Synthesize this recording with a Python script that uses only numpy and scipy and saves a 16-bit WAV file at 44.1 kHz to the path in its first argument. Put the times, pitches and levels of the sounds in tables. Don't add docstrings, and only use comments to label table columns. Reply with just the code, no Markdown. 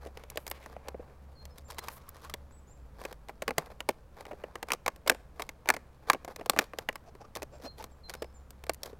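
import sys
import numpy as np
from scipy import signal
from scipy.fft import rfft, irfft, next_fast_len
from scipy.io import wavfile

SR = 44100
rng = np.random.default_rng(int(sys.argv[2]) if len(sys.argv) > 2 else 0)


def bounce(signal):
    frames = np.transpose(np.atleast_2d(signal))
    limited = np.clip(frames, -1, 1)
    pcm = np.round(limited * 32767).astype(np.int16)
    wavfile.write(sys.argv[1], SR, pcm)


N = 396459


def from_db(db):
    return 10 ** (np.asarray(db) / 20)


def rms_one(x):
    return x / np.sqrt(np.mean(x ** 2) + 1e-20)


def in_time(rows):
    s, *columns = np.transpose(rows)
    return [np.interp(np.arange(N) / SR, s, column) for column in columns]


def at_hz(points, hz):
    f, value = np.transpose(points)
    return np.interp(np.log(np.maximum(hz, 1)), np.log(f), value)


def coloured(x, spectrum):
    size = next_fast_len(N)
    hz = np.arange(size // 2 + 1) * SR / size
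    shaped = irfft(rfft(x, size) * from_db(at_hz(spectrum, hz)), size)
    return rms_one(shaped[:N])


def drift(rate):
    knots = rng.standard_normal(4000)
    return np.interp(np.arange(N) / SR * rate, np.arange(len(knots)), knots)


def resonate(x, hz, width_hz):
    r = np.exp(-np.pi * width_hz / SR)
    poles = [1, -2 * r * np.cos(2 * np.pi * hz / SR), r * r]
    return signal.lfilter(np.array([1, 0, -1]) * (1 - r * r) / 2, poles, x)


def through(x, resonances):
    modes = [from_db(db) * resonate(x, hz, width) for hz, width, db in resonances]
    return rms_one(sum((-1) ** k * mode for k, mode in enumerate(modes)))


def add(out, s, sound):
    i = int(np.clip(round(s * SR), 0, len(out) - 1))
    out[i:i + len(sound)] += sound[:len(out) - i]


# f/Hz, time to fall by 60 dB t/s (a mode may scale it)
SHELL_DECAY = [(200, 0.065), (500, 0.036), (1100, 0.029), (2500, 0.017), (6000, 0.013), (15000, 0.016)]


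def ringing(hz, t, longer=1):
    hz = np.atleast_1d(hz)[:, None]
    return np.sin(2 * np.pi * hz * t) * from_db(-60 * t / (longer * at_hz(SHELL_DECAY, hz)))


STROKE_ATTACK_S, STROKE_SAG_DB_PER_S, STROKE_RELEASE_S = 0.0078, 4.5, 0.011


def stroke(start, length, sag_db_per_s):
    t = np.maximum(np.arange(N) / SR - start, 0)
    t = t[t < length + .3]
    shape = np.minimum(t / STROKE_ATTACK_S, 1) * np.exp(-np.maximum(t - length, 0) / STROKE_RELEASE_S)
    return np.pad(shape * from_db(-sag_db_per_s * (t - length / 2)), (0, N - len(t)))


# t/s, fundamental amplitude level/dB, octave amplitude level/dB
HUM_LEVELS = [(0, -49, -66), (2.6, -57.5, -63), (4.8, -59.5, -72.5), (5.6, -56, -71), (6.8, -59, -66),
              (7.6, -54.5, -63), (8.6, -49, -65.5), (9, -56, -69)]
HUM_HZ = 66.4
# t/s, f/Hz, amplitude level/dB
ENGINE_COURSE = [(0, 64.6, -68), (1.3, 70, -52), (2.1, 80, -58), (2.6, 68, -49), (3.1, 50, -51.5),
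                 (4.2, 50, -65.5), (5.2, 51, -55.5), (5.8, 37, -71)]
WHINE_HZ, WHINE_DB, WHINE_S = 557, -74, 3


def hum(waver_db=2.1, wander_hz=0.43):
    low_db, octave_db = in_time(HUM_LEVELS)
    engine_hz, engine_db = in_time(ENGINE_COURSE)
    turn = 2 * np.pi * np.cumsum(HUM_HZ + wander_hz * drift(1.1)) / SR
    steady = from_db(low_db) * np.sin(turn) + from_db(octave_db) * np.sin(2 * turn)
    engine = from_db(engine_db) * np.sin(2 * np.pi * np.cumsum(engine_hz) / SR)
    narrow = resonate(resonate(rng.standard_normal(N), WHINE_HZ, 27), WHINE_HZ, 27)
    whine = from_db(WHINE_DB) * stroke(0, WHINE_S, 1) * rms_one(narrow)
    return whine + (steady + engine) * from_db(waver_db * drift(9.5))


# f/Hz, relative level per Hz/dB
AIR_SPECTRUM = [(20, -9.5), (45, -11), (75, -11), (105, -15), (200, -18.5), (370, -27), (540, -23.5),
                (720, -28.5), (1100, -29.5), (2000, -40.5), (4000, -48.5), (16000, -55)]
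AIR_DB = -56.5


def open_air():
    return from_db(AIR_DB) * coloured(rng.standard_normal(N), AIR_SPECTRUM)


# start t/s, length t/s, scrape level at mid-length/dB, cut-edge hiss over the scrape level/dB
SLIDING_STROKES = [(0.007, 0.069, -51, -14.5), (0.166, 0.087, -53.5, -14.5), (.3, 0.089, -60.5, -14),
                   (0.44, .3, -56.5, -12), (.77, 0.15, -57.5, -26.5), (0.941, 0.19, -62.5, -23.5),
                   (1.556, .035, -55, -6), (1.679, 0.06, -56, -7), (1.821, 0.1, -57.5, -4),
                   (1.925, 0.18, -65.5, -6), (2.137, 0.17, -62.5, -5), (2.938, .21, -55.5, -11.5),
                   (3.574, 0.1, -53, -17), (3.696, 0.025, -46.5, -14.5), (4.161, 0.066, -53, -14.5),
                   (4.274, 0.074, -53.5, -15), (4.37, 0.38, -59, -18), (4.663, 0.044, -51.5, -13),
                   (5.356, 0.084, -55, -10.5), (6.019, 0.05, -52.5, -16), (6.067, 0.025, -46, -13),
                   (6.278, 0.04, -43.5, -15.5), (6.383, 0.018, -45, -16.5), (6.507, 0.14, -49.5, -10),
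                   (6.769, 0.061, -51.5, -12.5), (7.35, 0.034, -47.5, -16.5), (7.612, 0.062, -56.5, -7.5),
                   (7.769, 0.056, -49, -7), (8.079, 0.072, -51.5, -11), (8.828, 0.072, -52.5, -10)]
SLIDE_BUILD_S, SLIDE_DIE_S = 0.0099, 0.017
SLIDE_DB, SLIDE_EDGE_DB = -26.5, -11.5
SLIDE_LEAD_DB = -7
HOLD_DB, HOLD_EDGE_DB = -69.5, -11.5


def sliding():
    def fade(x, s):
        return signal.lfilter([1], [1, -np.exp(-2 / (s * SR))], x + 1e-18)

    jolts = np.zeros(N)
    for s, _, wall_db, *_ in BUCKLING_SNAPS:
        add(jolts, s, from_db([wall_db + SLIDE_DB]) ** 2)
    lead = fade(jolts[::-1], SLIDE_BUILD_S)[::-1]
    slide = fade(jolts, SLIDE_DIE_S) + from_db(SLIDE_LEAD_DB) ** 2 * lead
    scrape = slide + from_db(HOLD_DB) ** 2
    hiss = slide * from_db(SLIDE_EDGE_DB) ** 2 + from_db(HOLD_DB + HOLD_EDGE_DB) ** 2
    for start, length, scrape_db, edge_db in SLIDING_STROKES:
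        power = (from_db(scrape_db) * stroke(start, length, STROKE_SAG_DB_PER_S)) ** 2
        scrape = scrape + power
        hiss = hiss + power * from_db(edge_db) ** 2
    return 10 * np.log10(scrape), 10 * np.log10(hiss / scrape)


# f/Hz, width f/Hz, relative level/dB
HELD_BOTTLE = [(384, 450, 5), (463, 100, 14), (755, 180, 3.5), (1130, 340, 4), (1610, 340, -2),
               (2530, 420, -8.5)]
# f/Hz, relative level per Hz/dB
SLIDING_HISS = [(2000, -16), (3200, 2), (4600, 2), (6200, -3.5), (8500, -9), (12000, -3.5), (16000, -13)]


def rubbing(slips_per_s=330, size_db=4.0, smooth=1.0, uneven_db=4.5):
    scrape, edge = sliding()
    sizes = from_db(size_db * np.minimum(rng.exponential(1, N), 3.5))
    slips = (rng.random(N) < slips_per_s / SR) * sizes
    bursts = signal.lfilter([1], [1, -np.exp(-1200 / SR)], slips + 1e-18)
    gliding = smooth * from_db(np.mean(edge) - edge)
    force = (rms_one(bursts) + gliding) / np.hypot(1, gliding)
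    friction = force * rng.standard_normal(N) * from_db(uneven_db * drift(45))
    body = from_db(scrape) * through(friction, HELD_BOTTLE)
    return body + from_db(scrape + edge) * coloured(friction, SLIDING_HISS)


# f/Hz, relative level per Hz/dB
SHELL_COLOUR = [(120, -20), (362, -5), (493, 2), (773, -5), (1120, -6), (1290, -11), (1750, -8), (2340, -7),
                (3050, -13.5), (4880, -12), (11100, -20), (12300, -17.5), (16000, -26.5)]


def tick(db, brightness_db=0, count=90):
    t = np.arange(int(.025 * SR)) / SR
    hz = np.linspace(np.sqrt(400), np.sqrt(15500), count) ** 2 * rng.uniform(.96, 1.04, count)
    colour = from_db(at_hz(SHELL_COLOUR, hz) + brightness_db * np.log2(hz)) * hz ** (1 / 3)
    ring = (rng.choice([-1, 1], count) * colour) @ ringing(hz, t)
    return np.sqrt(.005 / t[-1]) * from_db(db) * rms_one(ring)


TICKS_PER_S, TICK_DB, TICK_SPREAD_DB = 220, 0.5, 7


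def ticks(fussy=2.3):
    scrape, edge = sliding()
    out = np.zeros(N)
    rate = TICKS_PER_S * from_db(fussy * (edge - edge.max()))
    for i in np.flatnonzero(rng.random(N) < rate / SR):
        spread = TICK_SPREAD_DB * rng.standard_normal()
        add(out, i / SR, tick(scrape[i] + edge[i] + TICK_DB + spread))
    return out


def crease(run_s, follow=0.38, settle_db=-28, settle_s=0.0061, tearing_s=0.0065, count=5):
    running = 2 * run_s * (np.arange(count) + rng.random(count)) / count
    settling = run_s + rng.exponential(settle_s, count)
    sizes = np.repeat([follow, from_db(settle_db)], count) * rng.rayleigh(np.sqrt(.5), 2 * count)
    return np.r_[0, running, settling], np.r_[np.exp(-run_s / tearing_s), sizes]


# t/s, body (180-800 Hz) level/dB, wall (800-3000 Hz) level/dB, crack (above 3000 Hz) level/dB,
# popping panel f/Hz, mean delay of the running slips t/s; snaps() trims the levels and cuts the bass
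BUCKLING_SNAPS = [(0.061, -36.5, -51.5, -57.5, 444, 0.0087), (0.1726, -45, -45, -50, 490, 0.00067),
                  (0.3579, -39, -61, -51, 574, 0.00045), (0.3734, -32, -32.5, -35.5, 605, 0.00025),
                  (0.5131, -40, -35, -34.5, 12600, 0.00058), (0.6604, -46, -41, -52, 900, 0.00017),
                  (0.765, -38, -50.5, -71, 730, 0.00032), (0.8842, -38.5, -36, -42, 814, 0.0012),
                  (0.9444, -34, -54, -83, 470, 0.002), (0.996, -37.5, -62, -81, 470, 0.0026),
                  (1.7029, -67, -41, -42.5, 1030, 0.0035), (1.784, -44, -34, -35.5, 960, 0.0047),
                  (1.8841, -65, -33, -39.5, 1066, 0.00099), (2.297, -57, -42.5, -45.5, 1230, 0.0019),
                  (2.3389, -39.5, -36.5, -34.5, 3404, 0.00054), (3.0155, -47, -45, -55, 928, 0.00071),
                  (3.0508, -36, -35, -43, 540, 0.0012), (3.2935, -43, -38, -55, 810, 0.0028),
                  (3.421, -30.5, -35, -39.5, 636, 0.0024), (3.4795, -30, -26, -34, 1100, 0.00077),
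                  (3.4882, -29.5, -37.5, -47, 477, 0.0032), (3.5073, -32.5, -30, -44.5, 834, 0.00042),
                  (3.5817, -24, -24.5, -26, 674, 0.0005), (3.8049, -40.5, -34, -41, 2905, 0.00023),
                  (3.889, -22, -22, -30, 922, 0.0022), (4.208, -44.5, -46.5, -51, 897, 0.00093),
                  (4.2529, -56, -43.5, -55, 827, 0.0006), (4.3117, -35.5, -44.5, -61, 610, 0.0044),
                  (4.3316, -38, -52.5, -65, 410, 0.0017), (4.438, -32.5, -41, -58, 463, 0.0018),
                  (4.5554, -39, -35.5, -45.5, 1083, 0.00052), (4.628, -38.5, -33, -40, 847, 0.0012),
                  (4.6856, -43, -40, -48, 1070, 0.0013), (4.7042, -39.5, -28.5, -43, 478, 0.0015),
                  (4.719, -36.5, -23.5, -27.5, 2530, 0.00051), (4.7342, -35, -30, -31.5, 1170, 0.00062),
                  (4.862, -30.5, -27, -34, 797, 0.00052), (4.8796, -28.5, -23, -31, 1095, 0.0011),
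                  (5.0628, -35.5, -44.5, -54, 535, 0.0031), (5.0742, -30.5, -32, -39.5, 570, 0.00084),
                  (5.077, -43, -28.5, -28, 1323, 0.00077), (5.0969, -22, -15, -18.5, 1610, 0.001),
                  (5.1161, -29.5, -35, -46, 523, 0.0034), (5.3962, -34, -33, -44.5, 1130, 0.0056),
                  (5.4207, -45, -35, -36, 2190, 0.00031), (5.491, -45, -37, -41.5, 2170, 0.0011),
                  (5.658, -44.5, -43, -56.5, 920, 0.00049), (5.6739, -46, -38.5, -50, 897, 0.0034),
                  (5.6887, -27, -18.5, -24.5, 2080, 0.00054), (5.702, -28, -15.5, -24.5, 1740, 0.00011),
                  (5.739, -35.5, -34.5, -40.5, 743, 0.0038), (5.7654, -38, -36.5, -44, 2100, 0.00069),
                  (6.0997, -33.5, -12, -23, 1130, 0.00095), (6.1326, -34, -28, -33.5, 1090, 0.00012),
                  (6.147, -31.5, -38.5, -58, 630, 0.0011), (6.2474, -40, -44.5, -45.5, 535, 0.00086),
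                  (6.2785, -36, -46, -52.5, 700, 0.0025), (6.361, -46, -44, -42.5, 610, 0.00093),
                  (6.4108, -36, -42.5, -57.5, 665, 0.0017), (6.4599, -36, -38.5, -42.5, 1070, 0.0013),
                  (6.497, -28.5, -20, -19, 1130, 0.0002), (6.5338, -36, -40, -53, 1170, 0.002),
                  (6.563, -32.5, -34, -49, 1150, 0.0017), (6.5735, -36.5, -36.5, -50, 1150, 0.0018),
                  (6.589, -25, -16.5, -21.5, 1810, 0.0016), (6.6105, -40.5, -37.5, -50, 1200, 0.0044),
                  (6.7347, -40, -39.5, -57.5, 1150, 0.00021), (6.7865, -33.5, -34.5, -35.5, 470, 0.00055),
                  (6.8885, -32, -24, -39, 1945, 0.00054), (6.9564, -47, -37.5, -43.5, 1120, 0.00095),
                  (7.151, -47, -53.5, -61.5, 372, 0.00077), (7.3528, -51, -43, -39.5, 2010, 0.00063),
                  (7.3608, -37.5, -40, -41, 1100, 0.00074), (7.3694, -41, -39.5, -43, 470, 0.00017),
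                  (7.4206, -39, -39.5, -45.5, 530, 0.0012), (7.429, -36.5, -42.5, -42, 585, 0.0018),
                  (7.841, -46, -42.5, -43, 1070, 0.00025), (8.096, -43.5, -40, -38.5, 4400, 0.0035),
                  (8.138, -60, -39.5, -42.5, 1464, 0.0023), (8.2212, -30, -39, -42, 510, 0.0027),
                  (8.695, -25, -29, -30.5, 667, 0.00039), (8.833, -44, -46, -34, 5500, 0.00077),
                  (8.8588, -44, -47.5, -45, 592, 0.0019), (8.93, -41.5, -58, -69, 397, 0.0012)]


def snaps(panel_db=-2.5, panel_rings=0.82, wall_db=-1.0, crack_db=-1.0, rise_cycles=0.16,
          lowest_hz=165, softer_db=1.0, count=360):
    t = np.arange(int(.07 * SR)) / SR
    hz = np.linspace(np.sqrt(130), np.sqrt(16500), count) ** 2
    edges = [800, 3000]  # Hz, between body, wall and crack

    def swell(f):
        return 1 - np.exp(-t * f / rise_cycles)

    strengths = from_db(at_hz(SHELL_COLOUR, hz)) * hz ** (1 / 4)
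    modes = ringing(hz, t) * swell(hz[:, None]) * strengths[:, None]
    families = np.split(modes, np.searchsorted(hz, edges))
    brief = np.sqrt(.005 / t[-1])
    out = np.zeros(N)
    for s, body, wall, crack, panel_hz, run_s in BUCKLING_SNAPS:
        delays, sizes = crease(run_s)
        for k, level_db in enumerate((body, wall + wall_db, crack + crack_db)):
            strikes = rng.standard_normal((len(sizes), len(families[k]))) @ families[k]
            ring = np.zeros(len(t))
            dulled = sizes * from_db(-softer_db * k * (delays > 0))
            for delay, size, strike in zip(delays, dulled, strikes):
                add(ring, delay, size * rms_one(strike))
            if k == np.digitize(panel_hz, edges):
                panel = rms_one(ringing(panel_hz, t, panel_rings)[0] * swell(panel_hz))
                ring = rms_one(ring) + np.copysign(from_db(panel_db), ring @ panel) * panel
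            add(out, s, brief * from_db(level_db) * rms_one(ring))
    return signal.sosfilt(signal.butter(2, lowest_hz, "high", fs=SR, output="sos"), out)


# start t/s, length t/s, resonance f/Hz, width f/Hz, median level/dB
SINGING_STROKES = [(0.15, 0.71, 2120, 700, -71), (0.38, 0.11, 11700, 3000, -64.5),
                   (1.716, 0.61, 1095, 220, -62), (1.878, 0.084, 12300, 4000, -60)]


def singing(uneven_db=6.5):
    out = np.zeros(N)
    for start, length, hz, width, db in SINGING_STROKES:
        tone = rms_one(resonate(rng.standard_normal(N), hz, width))
        out += from_db(db + uneven_db * drift(45)) * stroke(start, length, 0) * tone
    return out


# t/s, level/dB, brightness/dB per octave
LIGHT_CREASES = [(0.237, -45.5, -1.5), (0.301, -42, 4), (0.4665, -38.5, 1.5), (0.478, -39, 2.5),
                 (.5, -43, 16), (.874, -43, -6), (1.454, -47, 2), (1.583, -52, 4.5), (2.0907, -44, 13),
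                 (2.167, -53.5, 0.5), (2.248, -51.5, 2.5), (3.127, -42.5, 0), (3.2855, -44.5, -1.5),
                 (3.66, -53, 1), (4.266, -43.5, -3.5), (4.748, -41.5, -2.5), (4.961, -52, 0.5),
                 (5.147, -41.5, -2.5), (6.396, -41, -3.5), (6.928, -51, 0), (8.151, -42, -0.5),
                 (8.244, -42, -3.5), (8.506, -48.5, 3.5), (8.6388, -43.5, 0), (8.667, -45, -1),
                 (8.735, -46, 9), (8.745, -47.5, 5)]


def crinkles():
    out = np.zeros(N)
    for s, db, brightness_db in LIGHT_CREASES:
        add(out, s, tick(db, brightness_db))
    return out


# start t/s, length t/s, first f/Hz, middle f/Hz, last f/Hz, level at mid-note/dB
BIRD_NOTES = [(1.351, 0.09, 4760, 4210, 4300, -64.5), (1.502, 0.033, 5340, 5200, 5340, -67.5),
              (1.647, 0.041, 7160, 7360, 7100, -64.5), (1.766, 0.06, 3730, 4110, 4200, -62),
              (2.507, 0.095, 6200, 7920, 6500, -67.5), (2.67, 0.038, 5800, 7030, 7160, -68.5),
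              (2.704, 0.033, 7100, 7400, 6260, -62.5), (7.519, 0.06, 7400, 7400, 7300, -71),
              (7.645, 0.054, 3950, 4210, 4090, -53), (7.91, 0.031, 8250, 7520, 7640, -70.5),
              (8.034, 0.055, 4360, 4110, 4100, -54.5), (8.168, 0.11, 5150, 5230, 5050, -70),
              (8.338, 0.048, 8400, 7180, 7000, -64.5)]


def birds(waver=0.0046):
    out = np.zeros(N)
    wobble = 1 + waver * drift(220)
    for s, length, first_hz, middle_hz, last_hz, db in BIRD_NOTES:
        u = np.linspace(-1, 1, int(length * SR))
        end_hz = np.where(u < 0, first_hz, last_hz)
        hz = middle_hz + (end_hz - middle_hz) * np.abs(u) ** 4
        phase = 2 * np.pi * np.cumsum(hz * wobble[int(s * SR):][:len(u)]) / SR
        add(out, s, from_db(db) * np.sqrt(2 * (1 - u * u)) * np.sin(phase))
    return out


BUMP_S, BUMP_HZ, BUMP_DB = 3.582, 153, -32.5


def bump():
    out = np.zeros(N)
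    add(out, BUMP_S, from_db(BUMP_DB) * ringing(BUMP_HZ, np.arange(SR) / SR, 1.26)[0])
    return out


# middle t/s, half length t/s (Gaussian), peak scuff level/dB, croak f/Hz
FINGER_GRIPS = [(7.082, 0.012, -55, 711), (7.216, 0.008, -51, 781), (7.251, .006, -54.5, 1190),
                (7.547, 0.015, -53, 587), (7.603, 0.0034, -53.5, 493), (7.65, 0.009, -47.5, 271),
                (7.664, 0.01, -46, 720), (7.808, 0.0067, -44, 846)]
# f/Hz, width f/Hz, relative level/dB
GRIPPED_BODY = [(470, 150, 7), (1100, 1200, -8), (2480, 400, -9), (5370, 1460, -15.5)]


def grips(slips_per_s=650, croak_db=4.0, waver=0.0994):
    t = np.arange(N) / SR
    slips = rms_one((rng.random(N) < slips_per_s / SR) * rng.choice([-1., 1.], N))
    scuff = through(slips + .5 * rng.standard_normal(N), GRIPPED_BODY)
    bent_time = np.cumsum(1 + waver * drift(slips_per_s / 2)) / SR
    out = np.zeros(N)
    for s, half, db, hz in FINGER_GRIPS:
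        croak = from_db(croak_db) * np.sin(2 * np.pi * hz * bent_time)
        out += from_db(db) * np.exp(-.5 * ((t - s) / half) ** 2) * (scuff + croak)
    return out


def dulled_above(x, hz):
    return signal.sosfilt(signal.butter(1, hz, fs=SR, output="sos"), x)


# delay t/s, level against the dulled direct sound/dB
REFLECTIONS = [(.0034, -32), (.022, -33)]


def echoes(x, dull_hz=4500):
    out, dull = np.zeros(N), dulled_above(x, dull_hz)
    for delay, db in REFLECTIONS:
        add(out, delay, from_db(db) * dull)
    return out


def garden(x, wet_db, t60, dull_hz):
    t = np.arange(SR) / SR
    tail = rng.standard_normal(SR) * from_db(-60 * t / t60) * (1 - np.exp(-t / 0.013))
    tail = dulled_above(tail, dull_hz)
    return from_db(wet_db) * signal.fftconvolve(x, tail / np.linalg.norm(tail))[:N]


def scene():
    background = hum() + open_air()
    bottle = rubbing() + ticks() + snaps() + singing() + crinkles() + bump() + grips()
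    song = birds()
    near = bottle + echoes(bottle) + garden(bottle, wet_db=-37.0, t60=0.42, dull_hz=9000)
    far = song + garden(song, wet_db=-9.0, t60=0.36, dull_hz=8970) + background
    return (near + far)[None, :]


def record(dry):
    return signal.sosfilt(signal.ellip(10, .1, 80, 16100, fs=SR, output="sos"), dry)


dry = scene()
out = record(dry)
bounce(out)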